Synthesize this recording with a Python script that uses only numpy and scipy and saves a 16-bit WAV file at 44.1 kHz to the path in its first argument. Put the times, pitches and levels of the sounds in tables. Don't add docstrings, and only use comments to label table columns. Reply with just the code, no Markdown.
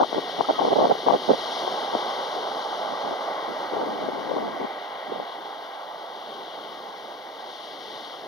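import sys
import numpy as np
from scipy import signal
from scipy.fft import rfft, irfft, next_fast_len
from scipy.io import wavfile
from scipy.ndimage import uniform_filter1d

SR = 44100
rng = np.random.default_rng(int(sys.argv[2]) if len(sys.argv) > 2 else 0)


def dump_mix(stems):
    frames = np.atleast_2d(stems).T
    limited = np.clip(frames, -1, 1)
    pcm = np.round(limited * 32767).astype(np.int16)
    wavfile.write(sys.argv[1], SR, pcm)


N = 364707


def from_db(db):
    return 10 ** (np.asarray(db) / 20)


def rms_one(x):
    return x / np.sqrt(np.mean(x ** 2) + 1e-20)


def at_hz(points, hz, axis=1):
    points = np.array(points)
    return np.interp(np.log(hz + 1e-9), np.log(points[:, 0]), points[:, axis])


def filtered(x, response):
    size = 2 * next_fast_len(N // 2 + 4096)
    hz = np.arange(size // 2 + 1) * SR / size
    return irfft(rfft(x, size) * response(hz), size)[..., :N]


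def coloured(x, spectrum, axis=1):
    return rms_one(filtered(x, lambda hz: from_db(at_hz(spectrum, hz, axis=axis))))


def drift(rate):
    step = 40
    settle = 2000
    r = np.exp(-2 * np.pi * rate * step / SR)
    noise = rng.standard_normal(N // step + settle + 2)
    slow = signal.lfilter([1], [1, -2 * r, r * r], noise)[settle:]
    return np.interp(np.arange(N) / step, np.arange(len(slow)), rms_one(slow))


def grains(per_s, spread_db):
    sizes = from_db(spread_db * np.minimum(rng.exponential(1, (2, N)), 5))
    signs = rng.choice([-1, 1], (2, N))
    return sizes * signs * (rng.random((2, N)) < per_s / SR)


# start in seconds, end in seconds, left level in dB, right level in dB,
# before the wander and the mix trim.
GUST_TIMES = [(0.0, 0.035, -17.5, -22), (0.157, 0.193, -24.5, -29), (.385, .415, -23.5, -28),
              (.486, 0.511, -23, -22.5), (0.582, 0.622, -24.5, -31), (0.629, 0.691, -23, -25),
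              (.704, 0.739, -23, -16.5), (.754, 0.786, -24, -18), (0.783, 0.803, -20.5, -18),
              (0.81, 0.857, -19.5, -16.5), (.862, 0.892, -23, -29), (0.898, 0.926, -26, -15),
              (1.062, 1.081, -21.5, -26), (1.091, 1.116, -16, -30), (1.125, 1.159, -24.5, -23),
              (1.283, 1.323, -26.5, -18), (1.329, 1.352, -32, -22), (1.923, 1.964, -31.5, -32),
              (2.827, 2.959, -48, -37.5), (3.038, 3.139, -36.5, -33), (3.488, 3.522, -41, -30.5),
              (3.726, 3.84, -28, -33.5), (3.856, 4.098, -32, -34.5), (4.12, 4.293, -31.5, -40),
              (4.295, 4.412, -27, -35), (4.418, 4.49, -30, -30.5), (4.493, 4.593, -41, -36.5),
              (4.596, 4.654, -29, -32), (5.082, 5.232, -41, -36)]
GUST_EDGE_SHARE = 0.065
GUST_SWING_DB, GUST_SWINGS_PER_S = 2.2, 29


def gust_force():
    power, t = np.zeros((2, N)), np.arange(N) / SR
    for start, end, left_db, right_db in GUST_TIMES:
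        edge_s = max(GUST_EDGE_SHARE * (end - start), 1e-3)
        blowing = np.maximum(np.tanh((t - start) / edge_s) - np.tanh((t - end) / edge_s), 0) / 2
        power += from_db([[left_db], [right_db]]) ** 2 * blowing
    wander = np.array([drift(GUST_SWINGS_PER_S), drift(GUST_SWINGS_PER_S)])
    return np.sqrt(power) * from_db(GUST_SWING_DB * wander)


# frequency in Hz, left and right relative level in dB.
BUFFET_COLOUR = [(25, -39, -23), (78, -37, -31), (140, -14, -9.5), (220, 1, 5), (500, 10, 10), (855, 3, 12),
                 (1127, 7, -10), (1480, -29, -27), (2520, -19, -39), (6000, -75, -65)]


def turbulence(soft_hz, flutter_db):
    left = coloured(rng.standard_normal(N), BUFFET_COLOUR, axis=1)
    right = coloured(rng.standard_normal(N), BUFFET_COLOUR, axis=2)
    softener = signal.butter(1, min(soft_hz, SR / 3), fs=SR, output="sos")
    eddies = signal.sosfilt(softener, np.array([left, right]))
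    eddies = eddies * from_db(flutter_db * np.array([drift(85), drift(83)]))
    running_power = uniform_filter1d(eddies ** 2, size=SR // 45)
    return eddies / np.sqrt(running_power + 1e-12)


def wind(force, hard_db, level_db):
    hard = force ** 2 / (force ** 2 + from_db(hard_db) ** 2)
    bright = turbulence(soft_hz=3040, flutter_db=0.0)
    dull = turbulence(soft_hz=85, flutter_db=1.5)
    return from_db(level_db) * force * (np.sqrt(hard) * bright + np.sqrt(1 - hard) * dull)


def eddy(hz, length_s, lopsided, unsteady):
    t = np.arange(-(SR // 50), SR // 50) / SR
    glide, turn = rng.standard_normal((2, 2, 1))
    along = t / max(length_s, 1e-3)
    pitch = hz * np.exp(unsteady * glide * np.tanh(along))
    swing = np.exp(-2 * along ** 2) * np.sin(2 * np.pi * (np.cumsum(pitch, axis=1) / SR + turn))
    return swing + lopsided * (swing ** 2 - np.exp(-4 * along ** 2) / 2)


# middle in seconds, left and right level in dB
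# before trim, port filter and choking, pitch in Hz, length in seconds.
HARD_POPS = [(.006, -5, -18, 775, 0.004), (.0105, -15, -18, 1360, 0.0024), (0.013, -17, -4.5, 797, 0.0028),
             (0.0204, -15, -9, 712, 0.0054), (0.031, -4.5, -23, 977, 0.0025),
             (.036, -7.5, -26, 1148, 0.0016), (.0452, -11.5, -26, 694, 0.0027),
             (0.129, -6.5, -27, 600, 0.0011), (0.1463, -22, -6.5, 600, 0.0013),
             (0.17, -17, -24, 542, 0.0034), (0.182, -9, -26, 600, .0017), (.1896, -11, -25, 659, 0.0017),
             (0.392, -21, -26, 540, 0.0036), (0.397, -12, -23, 747, 0.001), (0.407, -9, -14, 583, 0.0017),
             (0.4094, 3.5, -26, 820, 0.0011), (0.4872, -11, -14, 723, .0017), (0.493, -10, -23, 771, 0.005),
             (0.4946, -12, -8, 746, .0017), (.5004, -15, -2, 701.5, 0.0023),
             (.5022, -17, -15, 1397, 0.0022), (.509, -9, -8, 654, 0.0018), (.5915, -7, -15, 900, 0.0031),
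             (.5968, -6.5, -25, 827, 0.0026), (0.6157, -15, -7, 665, 0.002),
             (0.621, -6.5, -24, 806, 0.0033), (0.637, -12, -21, 500, 0.0026),
             (0.6487, -8, -12, 650, 0.0014), (.6516, -26, -2, 701, .0016), (0.678, -10, -19, 578, 0.0022),
             (0.6853, -4.5, -10, 704, 0.0012), (0.722, -23, -10, 597, 0.0038), (.7302, -5, -5, 600, 0.0018),
             (.76, -20, -7, 567, 0.0019), (0.7646, -27, -8, 455, 0.0022), (.7877, -8, -10, 426, 0.0042),
             (.7906, -11, -7.5, 564, 0.0052), (0.8034, -6, -18, 807, 0.002), (0.81, -4, -21, 563, 0.002),
             (0.817, -15, -9, 578, .0015), (0.824, -14, -11, 666, 0.0052), (.8344, -7, -5.5, 600, 0.0013),
             (.8405, -17, -18, 584, 0.0046), (.8443, -5, -10, 633, 0.0015),
             (0.8528, -8.5, -17, 655, 0.0029), (0.8553, -20, -2, 687, 0.0014), (0.871, -6, -13, 551, .0017),
             (0.896, -10, -15, 600, .0016), (0.9096, -3.5, -12, 694, 0.0023),
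             (0.9157, -20, -2, 723, 0.0019), (.9238, -20, -14, 610, 0.0016), (0.954, -12, -33, 630, 0.0023),
             (1.0717, -11, -16, 825, 0.007), (1.0785, -11, -12, 630, 0.0032),
             (1.0858, 2.5, -24, 842, 0.0023), (1.101, -11, -25, 777, .0018), (1.1078, -1, -24, 868, 0.0022),
             (1.1232, -4, -23, 563, .0015), (1.1334, -19, -5, 713, 0.0012),
             (1.1394, -23, -1.5, 693, 0.0023), (1.143, -4, -25, 600, 0.0013), (1.148, -8, -7, 540, .0014),
             (1.15, -11, -18, 562, 0.0037), (1.163, -20, -8, 521, 0.0011), (1.294, -10, -6, 450, 0.0038),
             (1.302, -4, -10, 674, 0.0013), (1.3046, -17, 1, 525, 0.0021), (1.3063, -5, -1, 561, 0.0019),
             (1.3126, -15, -4, 407, 0.0036), (1.3168, -1, -10, 525, 0.0015), (1.3353, -26, -5, 565, 0.0021),
             (1.338, -12, -17, 583, .0016), (1.6777, -5.5, -21, 699, 0.0016),
             (1.9383, -14, -25, 586, 0.0036), (1.951, -2, -9, 627, 0.0014), (2.3654, -13, -32, 639, 0.0013),
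             (3.1113, -15, -21, 750, .0014), (3.7358, -12, -28, 455, 0.0031),
             (3.746, -18, -23, 600, 0.0023), (3.7687, -10, -20, 584, 0.0019),
             (3.776, -19, -27, 900, 0.0013), (3.8155, -25, -10, 682, 0.0038), (3.8368, -23, -14, 660, .002),
             (3.8846, -19, -28, 577, .0025), (3.9919, -16, -23, 581, 0.0014), (4.028, -24, -17, 620, .002),
             (4.087, -9, -29, 480, 0.0019), (4.3169, -11.5, -27, 546, 0.0049),
             (4.3637, -12, -15, 381, .0026), (4.3714, -19, -14, 422, 0.0036), (4.384, -8, -29, 654, 0.0014),
             (4.416, -16, -23, 650, 0.002), (4.479, -27, -15, 540, 0.0016), (4.6054, -21, -35, 462, 0.004),
             (5.1225, -20, -16.5, 450, 0.0058), (5.1607, -21, -17, 570, .0022),
             (5.2, -12, -19, 645, 0.0016)]
EDDIES_PER_S, EDDY_HZ, EDDY_S = 19, 600, 0.0018
EDDY_DB = 5.5
POP_LOW_HZ, POP_HIGH_HZ = 170, 1450


def pops(force, lopsided, unsteady, level_db):
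    signs = rng.choice([-1, 1], (2, N))
    hits = force * from_db(EDDY_DB) * signs * (rng.random((2, N)) < EDDIES_PER_S / SR)
    out = signal.oaconvolve(hits, eddy(EDDY_HZ, EDDY_S, lopsided, unsteady), "same", axes=1)
    for s, left_db, right_db, hz, length_s in HARD_POPS:
        gain = from_db(np.array([[left_db], [right_db]]) + level_db)
        push = gain * eddy(hz, length_s, lopsided, unsteady)
        at = int(s * SR) - push.shape[1] // 2
        out[:, max(at, 0):at + push.shape[1]] += push[:, max(-at, 0):]
    port_band = signal.butter(3, [POP_LOW_HZ, POP_HIGH_HZ], "band", fs=SR, output="sos")
    return signal.sosfilt(port_band, out)


def through_ports(air, bass_hz):
    choked = 1.2 * np.tanh(air / 1.2)
    return signal.sosfilt(signal.butter(2, [bass_hz, 2600], "band", fs=SR, output="sos"), choked)


# start in seconds, end in seconds,
# start, middle and end pitch in Hz, right peak level in dB.
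WHISTLE_GLIDES = [(0.438, 0.459, 1230, 1230, 1440, -28), (0.531, 0.587, 1307, 1245, 1300, -30.5)]


def whistles(waver, left_db):
    out, t = np.zeros(N), np.arange(N) / SR
    unsteady = 1 + waver * drift(60)
    for start, end, *pitches, level_db in WHISTLE_GLIDES:
        along = np.clip((t - start) / max(end - start, 1e-3), 0, 1)
        hz = np.interp(along, [0, .5, 1], pitches) * unsteady
        out += from_db(level_db) * np.sin(np.pi * along) * np.sin(2 * np.pi * np.cumsum(hz) / SR)
    return out * from_db([[left_db], [0]])


def swell(start, rise_s, hold_s, fall_s):
    t = np.arange(N) / SR - start
    built = np.sin(np.pi / 2 * np.clip(t / max(rise_s, 1e-3), 0, 1)) ** 2
    return built * np.exp(-2 * np.maximum(t - rise_s - hold_s, 0) / max(fall_s, 1e-3))


def over_rest(rest_db, swells):
    return 10 * np.log10(from_db(rest_db) ** 2 + sum(from_db(db) ** 2 * power for db, power in swells))


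# start, rise, hold and fall in seconds, then churn, bubble wash
# and foam fizz level in dB before the mix trims.
WATER_SURGES = [(-.02, 0.21, 1.04, 1.1, -38.5, -35, -44.5), (1.267, 0.38, 0.73, 4.1, -43.5, -30, -58),
                (2.404, 1.24, 0.25, 0.52, -44.5, -35.5, -45), (6.0, 0.59, 0.19, 1.6, -47.5, -48.5, -59),
                (7.6, 0.46, .3, 0.6, -47, -45.5, -67)]
# start, rise, hold and fall in seconds,
# level in dB before the mix trim, treble lift in dB.
STONE_DRAGS = [(-.2, 0.45, .8, 0.65, -35.5, -0.5), (0.989, 0.54, 0.13, 1.81, -34, 1.5),
               (4.452, 0.45, 0.35, 0.86, -44.5, -10), (6.04, 0.36, 0.25, 0.23, -42.7, -5.5),
               (7.153, 0.77, 0.14, 0.35, -40.5, -1.8)]
FOAM_LINGERS_S = 0.92
SEA_CHURN_DB, SEA_WASH_DB, SEA_FIZZ_DB = -71, -53.5, -50
STONES_REST_DB = -46
LULL_S, LULL_HALF_S, LULL_DB = 5.74, 0.2, -4


def surf_levels():
    churning, washing, fizzing = [], [], []
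    for start, rise_s, hold_s, fall_s, churn_db, wash_db, fizz_db in WATER_SURGES:
        surge = swell(start, rise_s, hold_s, fall_s)
        churning.append((churn_db, surge))
        washing.append((wash_db, surge))
        fizzing.append((fizz_db, swell(start, rise_s, hold_s + FOAM_LINGERS_S, fall_s)))
    dragging = [(db, swell(*shape)) for *shape, db, _ in STONE_DRAGS]
    lull_db = LULL_DB * np.exp(-((np.arange(N) / SR - LULL_S) / LULL_HALF_S) ** 2)
    return (over_rest(SEA_CHURN_DB, churning) + lull_db, over_rest(SEA_WASH_DB, washing),
            over_rest(SEA_FIZZ_DB, fizzing), over_rest(STONES_REST_DB, dragging))


# frequency in Hz, relative level in dB.
SHINGLE_COLOUR = [(1600, -37), (2500, -10.5), (3200, 3.5), (4000, -3), (4900, -9), (5900, -15), (6800, -26),
                  (9600, -30), (10800, -29), (12200, -38), (15500, -43)]


def shingle(level_db, knocks_per_s, spread_db, surge_db):
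    below_peak_db = level_db - level_db.max()
    knocks = grains(knocks_per_s * from_db(below_peak_db), spread_db)
    each_db = (level_db + level_db.max()) / 2
    crowd = np.sqrt(np.mean(from_db(below_peak_db)))
    return from_db(each_db + surge_db * drift(8.1)) * crowd * coloured(knocks, SHINGLE_COLOUR)


TREBLE_HZ = 4100


def sharpened(stones, level_db):
    lift_db = sum(treble_db * from_db(db - level_db) ** 2 * swell(*shape)
                  for *shape, db, treble_db in STONE_DRAGS)
    treble = filtered(stones, lambda hz: hz ** 8 / (hz ** 8 + TREBLE_HZ ** 8))
    return stones + (from_db(lift_db) - 1) * treble


def bubbles(per_s, spread_db, low_hz, high_hz, cycles, patchy_db, count=24):
    clicks = grains(per_s, spread_db)
    dealt = rng.integers(0, count, N)
    out = 0
    for k, hz in enumerate(np.geomspace(low_hz, high_hz, count)):
        r, w = from_db(-60 * hz / (cycles * SR)), 2 * np.pi * hz / SR
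        cloud = from_db(patchy_db * drift(3.1)) * (dealt == k)
        ring = signal.lfilter([1, 0, -1], [1, -2 * r * np.cos(w), r * r], clicks * cloud + 1e-18)
        out = out + ring * np.sqrt(hz)
    return rms_one(out)


# frequency in Hz, relative level in dB.
FIZZ_COLOUR = [(900, -34), (1350, -5), (1650, 3), (2100, 7.5), (2500, 0.5), (3200, -1.5), (5000, -52.5)]


def fizz(level_db):
    cloud = bubbles(per_s=14000, spread_db=1.2, low_hz=1020, high_hz=3760, cycles=8.1,
                    patchy_db=1.75, count=12)
    return from_db(level_db) * coloured(cloud, FIZZ_COLOUR)


# frequency in Hz, relative level in dB.
CHURN_COLOUR = [(30, -54), (65, -36), (110, -23.5), (200, -11.5), (310, -4.5), (430, 0.5), (620, -7.5),
                (1100, -42.5)]


def churn(level_db, lumpy_db):
    lumps_db = lumpy_db * drift(11.0)
    return from_db(level_db + lumps_db) * coloured(rng.standard_normal((2, N)), CHURN_COLOUR)


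# frequency in Hz, relative level in dB.
WASH_COLOUR = [(250, -26.5), (450, -9.5), (620, -4), (800, -1.65), (1100, 1), (1280, -9), (1600, -9),
               (2600, -53)]


def wash(level_db):
    cloud = bubbles(per_s=14000, spread_db=0.96, low_hz=299.4, high_hz=1816, cycles=11.4, patchy_db=0.97)
    return from_db(level_db + .5 * drift(24)) * coloured(cloud, WASH_COLOUR)


# frequency in Hz, level in dB,
# phase lag in radians.
RIGHT_PORT = [(60, 5.4, 0.33), (220, 3.0, 0.2), (420, -0.3, 0.35), (560, 2.0, .25), (700, 4.1, .42),
              (840, 5.9, 0.85), (960, -2.5, 1.8), (1100, -9.5, 0.7), (1200, -3, .05), (1300, 1.9, 0.5),
              (1400, -2.0, .95), (1530, -0.6, 0.72), (1700, 0, 1.5), (1860, 2.5, 0.45), (2030, -1.5, 1.4),
              (2130, -7, 1.9), (2230, -13.5, 0.9), (2700, -10.8, 0.3), (3250, -13.2, -0.42),
              (3900, -6.4, -0.67), (4250, -7, -.65), (4900, -1.7, -0.45), (5400, -1.5, -0.01),
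              (6100, -4.5, -0.23), (7000, -2.2, -0.15), (9500, -4.8, -0.25)]
# frequency in Hz, coherence from 0 to 1.
PORT_LIKENESS = [(90, 0.2), (250, 0.88), (450, 0.98), (800, 0.97), (1600, 0.99), (2200, 0.81), (4000, 0.94),
                 (6200, 0.81), (10000, 0.47)]


def at_ports(pair):
    def alike(hz):
        return np.clip(at_hz(PORT_LIKENESS, hz), 0, 1)

    def right_port(hz):
        return from_db(at_hz(RIGHT_PORT, hz)) * np.exp(-1j * at_hz(RIGHT_PORT, hz, axis=2))

    shared = filtered(pair[0], lambda hz: np.sqrt((1 + alike(hz)) / 2))
    apart = filtered(pair[1], lambda hz: np.sqrt((1 - alike(hz)) / 2))
    return np.array([shared + apart, filtered(shared - apart, right_port)])


def scene():
    churn_db, wash_db, fizz_db, shingle_db = surf_levels()
    water = churn(churn_db - .9, lumpy_db=2.04) + wash(wash_db - .5) + fizz(fizz_db + 3.0)
    stones = shingle(shingle_db + 0.5, knocks_per_s=30000, spread_db=1.0, surge_db=0.63)
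    force = gust_force()
    air = wind(force, hard_db=-25.5, level_db=-0.5)
    air = air + pops(force, lopsided=0.4, unsteady=0.2195, level_db=-2.22)
    surf = at_ports(water + sharpened(stones, shingle_db))
    return surf + through_ports(air, bass_hz=92) + whistles(waver=0.014, left_db=-11.0)


# frequency in Hz, width in Hz, share that leaks through.
HOUSING_NOTCHES = [(1760, 125, .1), (1780, 125, .1), (2540, 420, .12), (2555, 320, .11), (4976, 155, .08)]
# low edge in Hz, high edge in Hz.
SHUT_BAND_HZ = (7200, 8380)
SELF_NOISE_DB = -62
CUTOFF_HZ = 15700


def record(dry):
    out = dry + from_db(SELF_NOISE_DB) * rng.standard_normal((2, N))
    for hz, width_hz, leak in HOUSING_NOTCHES:
        notched = signal.lfilter(*signal.iirnotch(hz, hz / width_hz, fs=SR), out)
        out = leak * out + (1 - leak) * notched
    out = signal.sosfilt(signal.cheby2(4, 28, SHUT_BAND_HZ, "stop", fs=SR, output="sos"), out)
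    return signal.sosfilt(signal.ellip(12, .1, 90, CUTOFF_HZ, fs=SR, output="sos"), out)


dry = scene()
out = record(dry)
dump_mix(out)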